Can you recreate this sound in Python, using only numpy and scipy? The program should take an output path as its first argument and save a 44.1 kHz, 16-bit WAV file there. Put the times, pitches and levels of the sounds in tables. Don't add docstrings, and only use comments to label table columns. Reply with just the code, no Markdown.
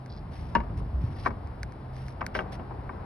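import sys
import numpy as np
from scipy import signal
from scipy.fft import rfft, irfft
from scipy.io import wavfile
from scipy.ndimage import uniform_filter1d

SR = 44100
rng = np.random.default_rng(int(sys.argv[2]) if len(sys.argv) > 2 else 0)


def wav_out(sig):
    wavfile.write(sys.argv[1], SR, np.round(np.clip(np.atleast_2d(sig).T, -1, 1) * 32767).astype(np.int16))


N = 134505
T = np.arange(N) / SR
HZ = np.fft.rfftfreq(N, 1 / SR)
SHORT_T = np.arange(SR // 2) / SR
SHORT_HZ = np.fft.rfftfreq(len(SHORT_T), 1 / SR)
EDGE_HZ = 11850
TICK_RISE_S = 0.00076

# (frequency [Hz], likeness [0-1])
AIR_SAME = [(200, 1), (520, 0.51), (850, 0.52), (1200, 0.075), (1800, 0.5), (3500, 0.32), (5200, 1)]
# (frequency [Hz], likeness [0-1])
KNOCK_SAME = [(280, 1), (600, 1), (1100, 0.16), (1800, 0.53), (6000, 0.75), (10000, 1)]


def amp(db):
    return 10 ** (np.asarray(db) / 20)


def unit(x):
    return x / np.sqrt(np.mean(x ** 2) + 1e-20)


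def read(points, hz):
    f, value = np.transpose(points)
    return np.interp(np.log(hz + 1), np.log(f + 1), value)


def level(points):
    return amp(np.interp(T, *np.transpose(points)))


def add(mix, s, sound):
    part = mix[:, max(round(s * SR), 0):][:, :sound.shape[-1]]
    part += sound[..., :part.shape[1]]


def noise(colour_db, same, hz, size, contacts=1):
    left, other = rfft(contacts * rng.standard_normal((2, size)))
    likeness = np.clip(read(same, hz), -1, 1)
    right = likeness * left + np.sqrt(1 - likeness ** 2) * other
    return unit(irfft(np.array([left, right]) * amp(colour_db), size))


def place(x, side, lead):
    half = amp(read(side, HZ) / 2) * np.exp(.5j * read(lead, HZ))
    return irfft(rfft(x) * np.array([half, 1 / half]), N)


def ring(modes, rise_s):
    total = 0
    for k, (hz, db, t60) in enumerate(modes):
        decay = amp(db - 60 * SHORT_T / t60)
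        total = total + (-1) ** k * decay * np.sin(2 * np.pi * hz * SHORT_T)
    return (1 - np.exp(-SHORT_T / rise_s)) * total


def chatter(per_s, fall_db):
    spread_db = 1
    gap, size = rng.standard_normal((200, 2)).T
    starts = np.r_[0, np.cumsum(np.exp(.5 * gap[1:]))] / per_s
    latest = np.searchsorted(starts, SHORT_T, "right") - 1
    fall = fall_db * (SHORT_T - starts[latest]) * per_s
    return amp(spread_db * size[latest] + fall)


def outdoors(waver_hz=3):
    # (frequency [Hz], level [dB])
    air_colour = [(110, -19), (180, -2), (300, -4), (520, -8), (760, -6.5), (1100, -11), (2200, -24.5),
                  (3200, -32.5), (5200, -34.5), (6800, -58), (9500, -43.5), (12000, -47.5)]
    # (time [s], level [dB])
    wash_db = [(0, -49.5), (.5, -47), (.65, -45.5), (.87, -47.5), (1.4, -46), (1.7, -47.5), (2.15, -47),
               (2.45, -41.5), (2.7, -45), (3.05, -43)]
    # (time [s], level [dB])
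    drone_db = [(0, -40), (0.149, -44), (1.75, -51.5), (1.88, -39), (2.03, -35), (2.2, -49.5), (3.05, -42)]
    drone_hz, wash_top_hz, hiss_db = 126, 2670, -47.5
    waver = unit(uniform_filter1d(rng.standard_normal(N), size=4000))
    drone = level(drone_db) * np.sin(2 * np.pi * np.cumsum(drone_hz + waver_hz * waver) / SR)
    air = noise(read(air_colour, HZ), AIR_SAME, HZ, N)
    wash = irfft(rfft(air) / (1 + (HZ / wash_top_hz) ** 4), N)
    hiss = air - wash
    return level(wash_db) * wash + amp(hiss_db) * hiss + drone


def wind():
    # (frequency [Hz], level [dB])
    rumble_colour = [(18, -36), (30, -9.5), (50, 2), (90, -1), (120, -4.5), (180, -10.5), (300, -22.5),
                     (500, -44), (900, -91.5)]
    # (time [s], level [dB])
    gusts_db = [(0, -50.5), (.15, -38.5), (.36, -39), (.43, -36), (.55, -38.5), (.7, -34.5), (.82, -31.5),
                (.91, -36.5), (1.0, -33.5), (1.2, -36), (1.55, -40.5), (1.66, -36.5), (1.74, -43.5),
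                (2.2, -40.5), (2.55, -39), (3.05, -40)]
    # (frequency [Hz], likeness [0-1])
    rumble_same = [(30, 0.96), (130, 0.98)]
    # (time [s], level [dB], frequency [Hz], rise [s], t60 [s])
    thumps = [(.58, -20, 51.8, 0.018, 0.23), (0.937, -10.5, 63, 0.04, 0.27),
              (1.039, -16.5, 116, 0.001, 0.08)]
    out = level(gusts_db) * noise(read(rumble_colour, HZ), rumble_same, HZ, N)
    for s, db, hz, rise_s, t60 in thumps:
        add(out, s, ring([(hz, db, t60)], rise_s))
    return out


def ticks():
    # (time [s], level [dB])
    tick_times = [(0.061, -34.5), (0.7762, -39), (1.473, -40), (1.6313, -18), (1.722, -36), (1.9654, -34),
                  (2.083, -29.5), (2.2648, -16), (2.523, -37), (2.554, -38.5)]
    # (frequency [Hz], level [dB], t60 [s])
    tick_modes = [(1486, -9, 0.014), (1700, -6.5, 0.0084), (2170, -4.5, 0.0078), (4210, -7.5, 0.0039),
                  (4940, -10.5, 0.0062), (5870, -5, 0.0036), (9090, -14.5, 0.0065), (10000, -25, 0.0098)]
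    grit_db, grit_decay_s = -24, 0.0032
    out = np.zeros((2, N))
    for s, db in tick_times:
        grit = rng.standard_normal((2, len(SHORT_T))) * np.exp(-SHORT_T / grit_decay_s)
        add(out, s, amp(db) * (ring(tick_modes, TICK_RISE_S) + amp(grit_db) * grit))
    return out


def rasp():
    # (time [s], length [s], mid level at the start [dB], mid level at the end [dB])
    strokes = [(0.091, .108, -46.5, -48.5), (1.148, 0.12, -56, -48)]
    # (frequency [Hz], level [dB], t60 [s])
    slip_modes = [(3470, -10, 0.013), (4120, -4, 0.011), (4800, -1.5, 0.012), (5440, -4, 0.01)]
    slips_per_s, spread_db, detune = 220, 3, 0.022
    out = np.zeros((2, N))
    for start, length, start_db, end_db in strokes:
        gap, size, pitch = rng.standard_normal((80, 3)).T
        slip_times = np.cumsum(np.exp(.5 * gap)) / slips_per_s
        for s, z, p in zip(slip_times, size, pitch):
            if s < length:
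                modes = [(hz * (1 + detune * p), db, t60) for hz, db, t60 in slip_modes]
                db = np.interp(s, [0, length], [start_db, end_db]) + spread_db * z
                add(out, start + s, amp(db) * ring(modes, TICK_RISE_S))
    return out


def rubs():
    # (time [s], length [s], level at the start [dB], level at the end [dB],
    # treble tilt [dB per octave])
    movements = [(0.304, 0.26, -54, -67.5, 0.5), (0.77, 0.036, -56.5, -62.5, 2.5),
                 (0.999, 0.14, -60, -62.5, -0.5), (1.139, 0.14, -61.5, -52, 0.5),
                 (1.917, 0.195, -61.5, -60.5, 2), (2.342, 0.085, -36.5, -58, -3.5),
                 (2.516, 0.05, -52.5, -53, 1.5)]
    # (frequency [Hz], level [dB])
    rub_colour = [(500, -38), (1800, 11.5), (3000, 4.5), (4200, 1.5), (5600, 4), (7000, -24), (9500, -5.5),
                  (11500, -13)]
    edge_share, pivot_hz = 0.14, 4000
    catches_per_s, catch_fall_db = 140, -5.5
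    out = np.zeros((2, N))
    for s, length, start_db, end_db, tilt_db in movements:
        edge_s = edge_share * length
        edge = np.clip(np.minimum(SHORT_T, length + edge_s - SHORT_T) / edge_s, 0, 1)
        tilt = tilt_db * np.log2(np.clip(SHORT_HZ, 1, EDGE_HZ) / pivot_hz)
        colour = read(rub_colour, SHORT_HZ) + tilt
        catches = chatter(catches_per_s, catch_fall_db)
        grit = noise(colour, AIR_SAME, SHORT_HZ, len(SHORT_T), catches)
        swell = amp(np.interp(SHORT_T, [0, length], [start_db, end_db]))
        add(out, s, edge * swell * grit)
    return out


def clatter(t60, bass_db, treble_db):
    # (frequency [Hz], level [dB])
    board_colour = [(100, -9), (220, -0.5), (600, -3.5), (1100, -1), (1600, -5), (2300, -9), (3000, -23),
                    (3800, -24), (5200, -26), (7500, -47), (11000, -39.5)]
    bass_hz, treble_hz = 497, 2150
    rise_s, decay_slope = 0.0018, 0.42
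    rattles_per_s, rattle_fall_db = 260, -11.5
    bass = bass_db / (1 + (SHORT_HZ / bass_hz) ** 4)
    treble = treble_db * (1 - 1 / (1 + (SHORT_HZ / treble_hz) ** 4))
    colour = read(board_colour, SHORT_HZ) + bass + treble
    rattles = chatter(rattles_per_s, rattle_fall_db)
    spectrum = rfft(noise(colour, KNOCK_SAME, SHORT_HZ, len(SHORT_T), rattles))
    centres = np.geomspace(200, 8000, 6)
    out = 0
    for centre in centres:
        khz = centre / 1000
        rise = 1 - np.exp(-SHORT_T * khz / rise_s)
        decay = amp(-60 * SHORT_T / t60 * khz ** decay_slope)
        band = read(list(zip(centres, centres == centre)), SHORT_HZ)
        out = out + rise * decay * irfft(spectrum * band, len(SHORT_T))
    return out


def knocks():
    parts = {"lever": [(224.7, -14.5, 0.18), (312.3, -20.5, 0.19), (573, -21, 0.12), (630, -22, 0.072),
                       (941, -1.5, 0.07), (1130, -10, 0.061), (1500, -15, 0.042), (1614, -14, 0.042),
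                       (1740, -9.5, 0.039), (2120, -27, 0.049), (2820, -25.5, 0.076)], "bar": [(254, -14, 0.31), (382, -15.5, 0.15), (496, -21.5, 0.12),
                                             (698, -7, 0.065), (961, -11, 0.11), (1058, 3.5, 0.028),
                                             (1163, -7.5, 0.076), (1333, -6.5, 0.053), (1546, 0.5, 0.026),
                                             (1845, -8.5, 0.038), (2250, -6, 0.03)], "boards": [(383, -5.5, 0.15), (527, -4, 0.072),
                                                                    (622, -7.5, 0.17), (778, -8.5, 0.13),
                                                                    (950, -12, 0.057), (1236, -1, 0.04),
                                                                    (1550, 3.5, 0.039), (1943, -9.5, .06),
                                                                    (2246, -4.5, 0.041),
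                                                                    (2730, -13.5, 0.042), (2900, -8, 0.028),
                                                                    (3235, -14, 0.034)]}
    # (time [s], part that rings, ring level before seating [dB], ring build-up [s],
    # clatter level [dB], clatter t60 at 1 kHz [s], clatter bass [dB], clatter treble [dB])
    blows = [(0.5507, "lever", -5.5, 0.0053, -22, 0.11, 4.5, 6.5),
             (0.580, "boards", -42.5, 0.0044, -38, 0.11, 12, -15.5),
             (0.602, "lever", -29, 0.002, -36, 0.11, 8.5, -1),
             (0.636, "boards", -52, 0.003, -44, 0.089, 12, -4),
             (0.697, "boards", -55, 0.004, -41, 0.089, 14, -27.5),
             (0.801, "boards", -49, 0.0083, -34, 0.076, 10.5, -34),
             (1.2504, "bar", -38, 0.0032, -35, 0.13, -8, -5),
             (1.2602, "bar", -14.5, 0.0031, -29.5, 0.097, -8, 6),
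             (1.271, "bar", -26, 0.0011, -26.5, 0.11, 6, -11),
             (1.3057, "bar", -35.5, 0.002, -41.5, 0.066, -1, 2.5),
             (2.2084, "boards", -39.5, 0.00094, -33.5, 0.18, -11, -10),
             (2.2136, "bar", -23.5, 0.0032, -29.5, 0.072, -6, -5.5),
             (2.3500, "boards", -27.5, 0.00055, -29, 0.053, -7, -4),
             (2.3595, "boards", -31, 0.0022, -30, 0.12, 8.5, 6),
             (2.3898, "boards", -26.5, 0.00037, -31.5, 0.14, -5.5, -8),
             (2.4, "boards", -39, 0.0023, -30.5, 0.083, 7, -21),
             (2.595, "boards", -44.5, 0.0022, -36.5, 0.1, 5.5, -22),
             (2.708, "boards", -51, 0.0061, -34.5, 0.12, 3.5, -37),
             (2.893, "bar", -31, 0.0019, -31.5, 0.053, -9, -23)]
    free_s = {"lever": .013, "bar": 0.0098, "boards": .008}
    seat_s, seat_db = 0.0086, -5
    out = np.zeros((2, N))
    for s, part, ring_db, rise_s, clatter_db, t60, bass_db, treble_db in blows:
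        seated = np.clip((SHORT_T - free_s[part]) / seat_s, 0, 1)
        ringing = amp(ring_db + seat_db * seated) * ring(parts[part], rise_s)
        shaking = amp(clatter_db) * clatter(t60, bass_db, treble_db)
        add(out, s, ringing + shaking)
    return out


def yard(x, dull_hz=1500):
    echo_db, t60_s, swell_s = -30.5, 0.32, 0.019
    colour = -10 * np.log10(1 + (SHORT_HZ / dull_hz) ** 4)
    tail = noise(colour, KNOCK_SAME, SHORT_HZ, len(SHORT_T))
    tail = tail * amp(-60 * SHORT_T / t60_s) * np.minimum(SHORT_T / swell_s, 1) ** 2
    return amp(echo_db) * signal.fftconvolve(x, tail / np.linalg.norm(tail[0]), axes=1)[:, :N]


def scene():
    # (frequency [Hz], difference [dB])
    air_side = [(340, -1), (620, 4), (1050, 7), (2000, -0.5), (3700, 0)]
    # (frequency [Hz], lead [rad])
    air_lead = [(200, 0), (520, 0.72), (1000, 0.68), (2000, 0.54), (3100, 0.96), (6000, 1.6), (10000, 1.38)]
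    # (frequency [Hz], difference [dB])
    gate_side = [(400, -0.5), (550, 7.5), (1000, 10.5), (1300, 6.5), (1700, 0), (2200, -2), (2800, -9.5),
                 (4000, -2), (10000, 0)]
    # (frequency [Hz], lead [rad])
    gate_lead = [(280, -1), (520, 1.37), (900, 0.84), (1280, -2), (1550, -.5), (2300, 1.08), (3700, 1.4),
                 (5500, 0.9), (7300, 3.5), (9400, 3)]
    gate = knocks() + ticks() + rasp()
    near = place(gate + yard(gate), gate_side, gate_lead)
    around = place(rubs() + outdoors(), air_side, air_lead)
    return near + around + wind()


def record(dry):
    low_pass = signal.firwin(301, EDGE_HZ, window=("kaiser", 8), fs=SR)
    return signal.oaconvolve(dry, low_pass[None], "same")


dry = scene()
out = record(dry)
wav_out(out)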